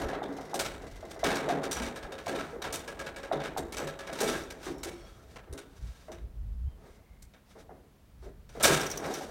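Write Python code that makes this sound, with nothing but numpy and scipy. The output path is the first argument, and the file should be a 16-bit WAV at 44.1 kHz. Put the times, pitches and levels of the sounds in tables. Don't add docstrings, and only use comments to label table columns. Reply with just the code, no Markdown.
import sys
import numpy as np
from scipy import signal
from scipy.fft import rfft, irfft, next_fast_len
from scipy.io import wavfile
from scipy.ndimage import uniform_filter1d, map_coordinates

SR = 44100
rng = np.random.default_rng(int(sys.argv[2]) if len(sys.argv) > 2 else 0)


def voltage_ratio(level):
    return 10 ** (np.asarray(level, float) / 20)


def digitize_waveform(pressure):
    field = np.atleast_2d(pressure).T
    bounded = np.clip(field, -1, 1)
    quanta = np.round(bounded * 32767).astype(np.int16)
    wavfile.write(sys.argv[1], SR, quanta)


N = 410130


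def unit(x):
    return x / np.sqrt(np.mean(x ** 2, axis=-1, keepdims=True) + 1e-20)


def along(points, hz):
    f, value = np.transpose(points)
    return np.interp(np.log(hz + 1), np.log(f + 1), value)


def curve(rows):
    t, value = np.transpose(rows)
    return np.interp(np.arange(N) / SR, t, value)


def wobble(rate):
    knots = rng.standard_normal(int(N * rate / SR) + 4)
    return map_coordinates(knots, [np.arange(N) * rate / SR])


def swells(rows):
    t = np.arange(0, N, 32) / SR
    gain = sum(voltage_ratio(db) * np.exp(-4 * np.log(2) * ((t - s) / length) ** 2) for s, db, length in rows)
    return np.interp(np.arange(N) / SR, t, gain)


def window(start, end, fade):
    t = np.arange(N) / SR
    return np.clip(np.minimum(t - start, end - t) / fade, 0, 1)


def lay(times, rows):
    at = np.round(times * SR).astype(int)[:, None] + np.arange(rows.shape[1])
    return np.bincount(at.ravel(), rows.ravel(), N + SR)[:N]


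def filtered(x, response):
    m = next_fast_len(x.shape[-1] + 8192)
    return irfft(rfft(x, m) * response(np.fft.rfftfreq(m, 1 / SR)), m)[..., :x.shape[-1]]


def noise(spectrum):
    return unit(filtered(rng.standard_normal(N), lambda f: voltage_ratio(along(spectrum, f))))


def mode(f, hz, width):
    return 1j * f * width / (hz * hz - f * f + 1j * f * width)


def body(modes, scatter_db, count, favour_db=lambda hz: 0, detune=0):
    small = np.transpose(modes)[0] > 3000
    shift = 1 + detune * rng.standard_normal((count, len(modes), 1)) * small[:, None]
    scatter = scatter_db * rng.standard_normal((count, len(modes), 1))

    def response(f):
        total = 1
        for k, (hz, width, level) in enumerate(modes):
            gain = voltage_ratio(level + scatter[:, k] + favour_db(hz))
            total = total + gain * mode(f, hz * shift[:, k], max(width, small[k] * hz / 60))
        return total
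    return response


def blows(times, db, t60, colour, crest_db, rise_s, bright, dull, size, rattle_db):
    t = np.arange(int(.48 * SR)) / SR - .004
    shake = rng.standard_normal((3, len(times), len(t)))
    tail = voltage_ratio(-60 * t / t60)
    late = dull * unit(uniform_filter1d(shake[0], size=size)) * tail
    early = shake[1] * (voltage_ratio(-60 * t / (bright * t60)) + 0.18 * tail)
    slow = unit(uniform_filter1d(uniform_filter1d(shake[2], size=200), size=200))
    bursts = slow + 0.27 * unit(uniform_filter1d(shake[2], size=30))
    uneven = voltage_ratio(rattle_db * bursts * np.clip(t / 0.0048, 0, 1))
    rise = 1 - np.exp(-np.maximum(t, 0) / rise_s)
    contact = 0.77 * shake[1] * (t > 0) * voltage_ratio(-60 * t / 0.021)
    power = np.abs(colour(np.linspace(0, SR / 2, num=4000))) ** 2
    level = voltage_ratio(db - crest_db) / np.sqrt(np.mean(power, axis=1))
    rows = filtered(rise * uneven * (early + late) + contact, colour) * level[:, None]
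    fade_in = np.minimum(np.arange(len(t)) / 60, 1)
    return lay(times - .005, rows * fade_in)


# t/s, rms level/dB
BUFFET_LEVEL = [(0, -51.5), (6.8, -51), (7.1, -57), (8.1, -58), (8.3, -49.5), (9.3, -53)]
# f/Hz, relative level/dB
BUFFET_SPECTRUM = [(12, -10), (20, -4.5), (43, 2.5), (65, 1), (250, -28), (320, -75), (550, -120)]
# t/s of the peak, level/dB, width at half gain/s
GUSTS = [(.05, -32.5, 0.047), (.93, -40, 0.037), (1.13, -51.5, 0.031), (1.82, -40.5, 0.13),
         (2.05, -32.5, 0.017), (3.63, -43, 0.045), (4.69, -45, 0.05), (5.52, -35, 0.033),
         (5.85, -31.5, 0.083), (6.24, -41.5, 0.095), (6.5, -34.5, 0.28), (6.66, -34.5, 0.09),
         (8.22, -48, 0.13)]
# f/Hz, relative level/dB
HISS_SPECTRUM = [(120, -7), (200, -2.5), (305, -13), (401, -14.5), (7680, -34), (13300, -34.5),
                 (16000, -33)]
HISS_DB = -62.5


def wind():
    hz = 56 + 7 * wobble(13)
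    throb = np.sqrt(2) * np.sin(2 * np.pi * np.cumsum(hz) / SR)
    steady = unit(noise(BUFFET_SPECTRUM) * voltage_ratio(3.5 * wobble(7.2))) * voltage_ratio(curve(BUFFET_LEVEL))
    gusts = unit(throb + 0.91 * noise(BUFFET_SPECTRUM)) * swells(GUSTS)
    return steady + gusts + voltage_ratio(HISS_DB) * noise(HISS_SPECTRUM)


# start t/s, end t/s, f/Hz, level/dB
FAINT_TONES = [(4.66, 5.1, 5490, -69), (4.943, 5.26, 1330, -66), (4.94, 5.1, 2200, -70),
               (4.94, 5.2, 3310, -70), (4.93, 5.15, 4400, -71), (6.83, 7.3, 2120, -75)]


def whine():
    total = 0
    for start, end, hz, db in FAINT_TONES:
        band = filtered(rng.standard_normal(N), lambda f: mode(f, hz, 170) ** 2)
        tone = unit(voltage_ratio(1.7 * wobble(59)) * band)
        total = total + voltage_ratio(db) * tone * window(start, end, 0.05)
    return total


def bird():
    start_s, length_s, level_db = 6.645, .125, -77
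    top_hz, arch_hz = 3170, 300
    u = np.linspace(-1, 1, round(length_s * SR))
    hz = top_hz - arch_hz * np.abs(u) ** 2.6
    whistle = np.sqrt(2 - 2 * u ** 2) * np.sin(2 * np.pi * np.cumsum(hz) / SR)
    return lay(np.array([start_s]), voltage_ratio(level_db) * whistle[None])


# f/Hz, width/Hz, relative level/dB
DECK_MODES = [(149.8, 8.2, 2.5), (280, 11, 4.5), (345, 8.4, 4), (435, 120, 3), (553, 5.5, 7.5),
              (651.3, 20, 7.5), (760, 60, -2)]
# f/Hz, relative level/dB
DECK_SPECTRUM = [(59, -25), (100, -54), (136, -4.5), (423, -3), (2100, -16), (2800, -76), (5500, -120)]
# f/Hz, least width/Hz, relative level/dB
STEEL_MODES = [(1326, 24, 4), (1477, 38, -1.5), (1618, 40, 5), (1770, 18, -6.5), (2266, 30, 2),
               (3740, 150, -1.5), (5883, 20, -3), (7340, 27, -17), (8390, 62, 0.5), (9400, 71, 1),
               (12150, 170, 2)]
# f/Hz, relative level/dB
STEEL_SPECTRUM = [(320, -1.5), (550, 4), (927, -1), (1770, -3), (4830, -6.5), (5800, -6.5), (16000, -26)]
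# t/s, level/dB before random wavering
RUMBLE = [(0, -37), (.45, -45.5), (1.2, -59), (1.3, -35.5), (2.1, -50.5), (4.4, -47), (5.3, -63),
          (6.6, -73.5), (6.9, -58), (7.2, -82), (8.5, -85), (8.75, -48), (9.0, -41), (9.12, -38),
          (9.3, -43.5)]
# t/s of the peak, level/dB before random wavering, width at half gain/s
RUSTLES = [(0, -44.5, 0.041), (4.67, -48.5, 0.098), (2.38, -54.5, 0.28), (4.3, -41, 0.2),
           (5.05, -62.5, 0.42), (5.32, -62.5, 0.065), (5.92, -60.5, 0.33), (6.9, -64.5, 0.13),
           (7.51, -62, 0.062), (7.6, -57.5, 0.047), (8.25, -63.5, 0.072), (8.56, -57, 0.077),
           (9.15, -43.5, 0.19)]


def shuffle():
    deck = body(DECK_MODES, scatter_db=0, count=1)
    rumble = unit(filtered(noise(DECK_SPECTRUM), deck)[0]) * voltage_ratio(curve(RUMBLE) + 2.6 * wobble(14))
    steel = body(STEEL_MODES, scatter_db=0, count=1)
    brighter = lambda f: voltage_ratio(along([(3000, 3.7), (14000, 6.2)], f))
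    brush = unit(filtered(noise(STEEL_SPECTRUM), lambda f: steel(f)[0] * brighter(f)))
    return rumble + brush * swells(RUSTLES) * voltage_ratio(1.7 * wobble(60) + 0.55 * wobble(400))


# t/s, nominal peak level/dB
TICKS = [(4.436, -38), (8.813, -20), (8.866, -20), (8.902, -23), (8.914, -19), (8.9743, -20), (9.0623, -29),
         (9.1393, -23)]


def ticks():
    s, db = np.transpose(TICKS)
    hz = 5770 * (1 + 0.019 * rng.standard_normal((len(s), 1)))
    colour = lambda f: 0.077 * (f > 3000) + mode(f, hz, 0.064 * hz)
    return blows(s, db, 0.29, colour, crest_db=15.0, rise_s=0.0015, bright=0.14, dull=0.085,
                 size=2, rattle_db=-2)


# start t/s, end t/s, mean gap/s, mean nominal peak level/dB
CHATTER = [(0.283, .51, .0423, -48), (0.82, 1.21, .0467, -50)]


def chatter():
    rows = [(s, db) for start, end, gap, db in CHATTER for s in np.arange(start, end, gap)]
    s, db = np.transpose(rows)
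    chance = rng.standard_normal((len(s), 2))
    steel = body(STEEL_MODES, scatter_db=4, count=len(s), detune=.035)
    tilt = [(2000, -7.0), (6000, -1.0)]  # f/Hz, level/dB
    fitting = lambda f: 5 * mode(f, 2040, 63)
    colour = lambda f: voltage_ratio(along(STEEL_SPECTRUM, f) + along(tilt, f)) * (steel(f) + fitting(f))
    return blows(s + 0.00068 * chance[:, 0], db + 2 * chance[:, 1], 0.47, colour, crest_db=8,
                 rise_s=0.0011, bright=0.38, dull=0.51, size=5, rattle_db=1.5)


# t/s, nominal level/dB, f/Hz of the struck board
THUDS = [(0.011, -30.5, 438), (0.13, -32.5, 740), (0.219, -30, 755), (0.289, -28.5, 280), (0.386, -35, 745),
         (0.533, -31, 810), (0.543, -26.5, 740), (1.028, -33.5, 654), (1.161, -34.5, 660),
         (1.231, -21, 666), (1.48, -22, 625), (1.497, -21, 705), (1.803, -26.5, 238.2), (2.268, -28, 685),
         (2.284, -28.5, 610), (2.329, -25.5, 417), (2.531, -30.5, 478), (2.692, -35, 450),
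         (3.314, -19.5, 661), (3.564, -30, 778), (3.574, -27, 732), (3.776, -34, 534), (3.803, -30, 553),
         (4.095, -31, 670), (4.21, -18, 415), (4.28, -23.5, 337), (4.666, -26.5, 357), (4.857, -31, 345),
         (5.473, -42.5, 360), (5.528, -35, 402), (6.083, -36, 625), (7.553, -40, 449), (7.693, -40, 717),
         (8.225, -42.5, 386), (8.256, -43.5, 595), (8.551, -32.5, 463), (8.604, -30, 610),
         (8.642, -26, 793), (8.689, -18.5, 396), (8.7, -22, 149.6), (9.044, -38, 444), (9.111, -34, 750),
         (9.21, -34, 766)]
# f/Hz, relative knock level/dB, boom rise time constant/s, knock length/cycles for a -32 dB blow
CONTACT = [(294, -2.5, 0.0027, 2.15), (503, -2.5, 0.0074, 1.3), (740, 6, 0.0061, 2.53)]
# f/Hz, t60/s of the boom's tail
BOOM_DECAY = [(150, 0.95), (250, 0.54), (450, 0.98), (750, 0.99)]
BEND_S, BEND_HZ = .012, 1207.3
RING_DB, RING_CYCLES = -9, 110


def thuds():
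    s, db, hz = np.transpose(THUDS)[..., None]
    cycles = hz * np.arange(SR // 5) / SR
    fundamental = np.sin(2 * np.pi * cycles)
    woody = fundamental + 0.35 * np.sin(2 * np.pi * 1.75 * cycles) * np.exp(-cycles / 3)
    pitch, knock_db, rise_s, turns = np.transpose(CONTACT)
    length = np.interp(hz, pitch, turns) * voltage_ratio(0.15 * (db + 32))
    envelope = (1 - np.exp(-cycles / 0.97)) * np.exp(-(cycles / length) ** 2)
    knock = voltage_ratio(db + np.interp(hz, pitch, knock_db)) * woody * envelope
    ring = voltage_ratio(db + RING_DB - 60 * cycles / RING_CYCLES) * fundamental * (1 - np.exp(-cycles / 2))

    deck = body(DECK_MODES, scatter_db=4, count=len(s))
    board_gain = 4 * np.clip((600 - hz) / 100, .55, 1)

    def colour(f):
        low = np.minimum(f, BEND_HZ)
        lag = np.exp(-2j * np.pi * BEND_S * (2 * np.sqrt(BEND_HZ * low) - low))
        return voltage_ratio(along(DECK_SPECTRUM, f)) * (deck(f) + board_gain * mode(f, hz, 0.067 * hz)) * lag

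    boom = blows(s[:, 0], db[:, 0], along(BOOM_DECAY, hz), colour, crest_db=8.0,
                 rise_s=np.interp(hz, pitch, rise_s), bright=0.28, dull=0.085, size=60, rattle_db=1.5)
    return lay(s[:, 0], knock + ring) + boom


GATE_TREBLE_DB = -6.5
# hardness as treble level/dB, f/Hz favoured
FAVOURED = [(-12.5, 2600), (-8.5, 2460), (-7.5, 4800), (-1.5, 7400)]


def steel_blows(hits):
    s, db, treble_db = np.transpose(hits)[..., None]
    centre = np.interp(treble_db, *np.transpose(FAVOURED))
    favour_db = lambda hz: 10 * np.exp(-(np.log2(hz / centre) / 0.079) ** 2)
    steel = body(STEEL_MODES, scatter_db=4, count=len(s), favour_db=favour_db, detune=.025)
    slope = [(1500, -0.97), (3500, -0.21), (8000, 0.92)]  # f/Hz, dB per dB of hardness
    tilt = lambda f: (treble_db - GATE_TREBLE_DB) * along(slope, f)
    colour = lambda f: voltage_ratio(along(STEEL_SPECTRUM, f) + tilt(f)) * steel(f)
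    t60 = 0.31 * voltage_ratio(0.33 * (db + 39.0))
    return blows(s[:, 0], db[:, 0], t60, colour, crest_db=10.0, rise_s=0.0037, bright=0.3, dull=0.33,
                 size=8, rattle_db=2.5)


# t/s, nominal peak level/dB, gap to the rebound/s (0 if none)
GATE_HITS = [(0.0166, -29.5, .069), (1.8563, -30, 0), (1.9595, -32, .0695), (2.121, -33, .0613),
             (2.2821, -27.5, .07), (2.8776, -29, 0), (2.9919, -30, .0712), (3.1626, -31, .0695),
             (3.872, -31, 0), (3.9908, -30.5, .08)]
# mean f/Hz, mean level/dB relative to the hit, t60/s
GATE_BARS = [(549, -7, 0.22), (1320, -21, 0.2), (1665, -10, 0.18)]
REBOUND_DB, REBOUND_TREBLE_DB = -1.2, -2


def gate():
    hits = []
    for s, db, gap in GATE_HITS:
        hits.append((s, db, GATE_TREBLE_DB))
        if gap:
            hits.append((s + gap, db + REBOUND_DB, GATE_TREBLE_DB + REBOUND_TREBLE_DB))
    s, db, _ = np.transpose(hits)[..., None]
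    t = np.arange(SR // 4) / SR
    wake = rng.standard_normal((len(hits), len(GATE_BARS), 1))
    bars = 0
    for k, (hz, level, t60) in enumerate(GATE_BARS):
        pitch = hz * (1 + 0.0098 * wake[:, k - 1])
        bars = bars + voltage_ratio(db + level + 2 * wake[:, k] - 60 * t / t60) * np.sin(2 * np.pi * pitch * t)
    return lay(s[:, 0], bars * (1 - np.exp(-t / 0.011))) + steel_blows(hits)


# t/s, nominal peak level/dB, hardness as treble level/dB
CLANKS = [(0.133, -29, -14.5), (0.2304, -36, -8), (0.5429, -28, 0), (0.593, -21.5, -1.5),
          (0.649, -27.5, -5.5), (1.109, -37.5, -3), (1.2408, -19, -6.5), (1.3041, -21.5, -8.5),
          (1.356, -24, -5.5), (1.489, -24, -7.5), (1.6337, -29, -6.5), (1.713, -22, 1), (1.761, -26, -7.5),
          (1.8208, -28, -6), (2.2614, -30.5, -6.5), (2.389, -26, -10.5), (2.62, -28.5, -6),
          (2.642, -26, -9.5), (2.7268, -24.5, 2.5), (2.7403, -29, -4.5), (3.3254, -28.5, -8),
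          (3.4023, -30.5, -12), (3.438, -27, -9), (3.5735, -30.5, 0), (3.7241, -29.5, -3),
          (3.77, -24.5, -4.5), (4.129, -29.5, -5.5), (4.188, -28, -7), (4.206, -21.5, 1.5),
          (4.333, -27.5, -12.5), (4.2767, -22.5, -4), (4.504, -32.5, -4), (4.63, -36.5, -6),
          (4.6568, -32, -5), (4.782, -44.5, 1), (4.8326, -26.5, -1), (5.36, -34.5, -10.5),
          (5.5273, -38.5, 3), (5.5777, -34.5, -3), (6.1185, -36.5, -5), (7.338, -45, -9.5),
          (8.4926, -43, -5.5), (8.6001, -26.5, -7.5), (8.629, -16, 20), (8.6345, -10.5, -0.5),
          (8.646, -16.5, -7.5), (8.6492, -15.5, -5), (8.679, -26, -17), (8.7261, -19, -3), (7.223, -44, 5),
          (9.0414, -29.5, -11)]


def clanks():
    return steel_blows(CLANKS)


def scene():
    background = wind() + whine() + bird()
    platform = shuffle() + thuds()
    steel = ticks() + chatter() + gate() + clanks()
    return (background + platform + steel)[None]


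def top_cut(x):
    return signal.sosfilt(signal.butter(12, 16250, fs=SR, output="sos"), x)


def record(dry):
    heard = filtered(dry, lambda f: (f < 16000) * (f / (f - 1j * 29)) ** 2)
    return top_cut(heard)


dry = scene()
out = record(dry)
digitize_waveform(out)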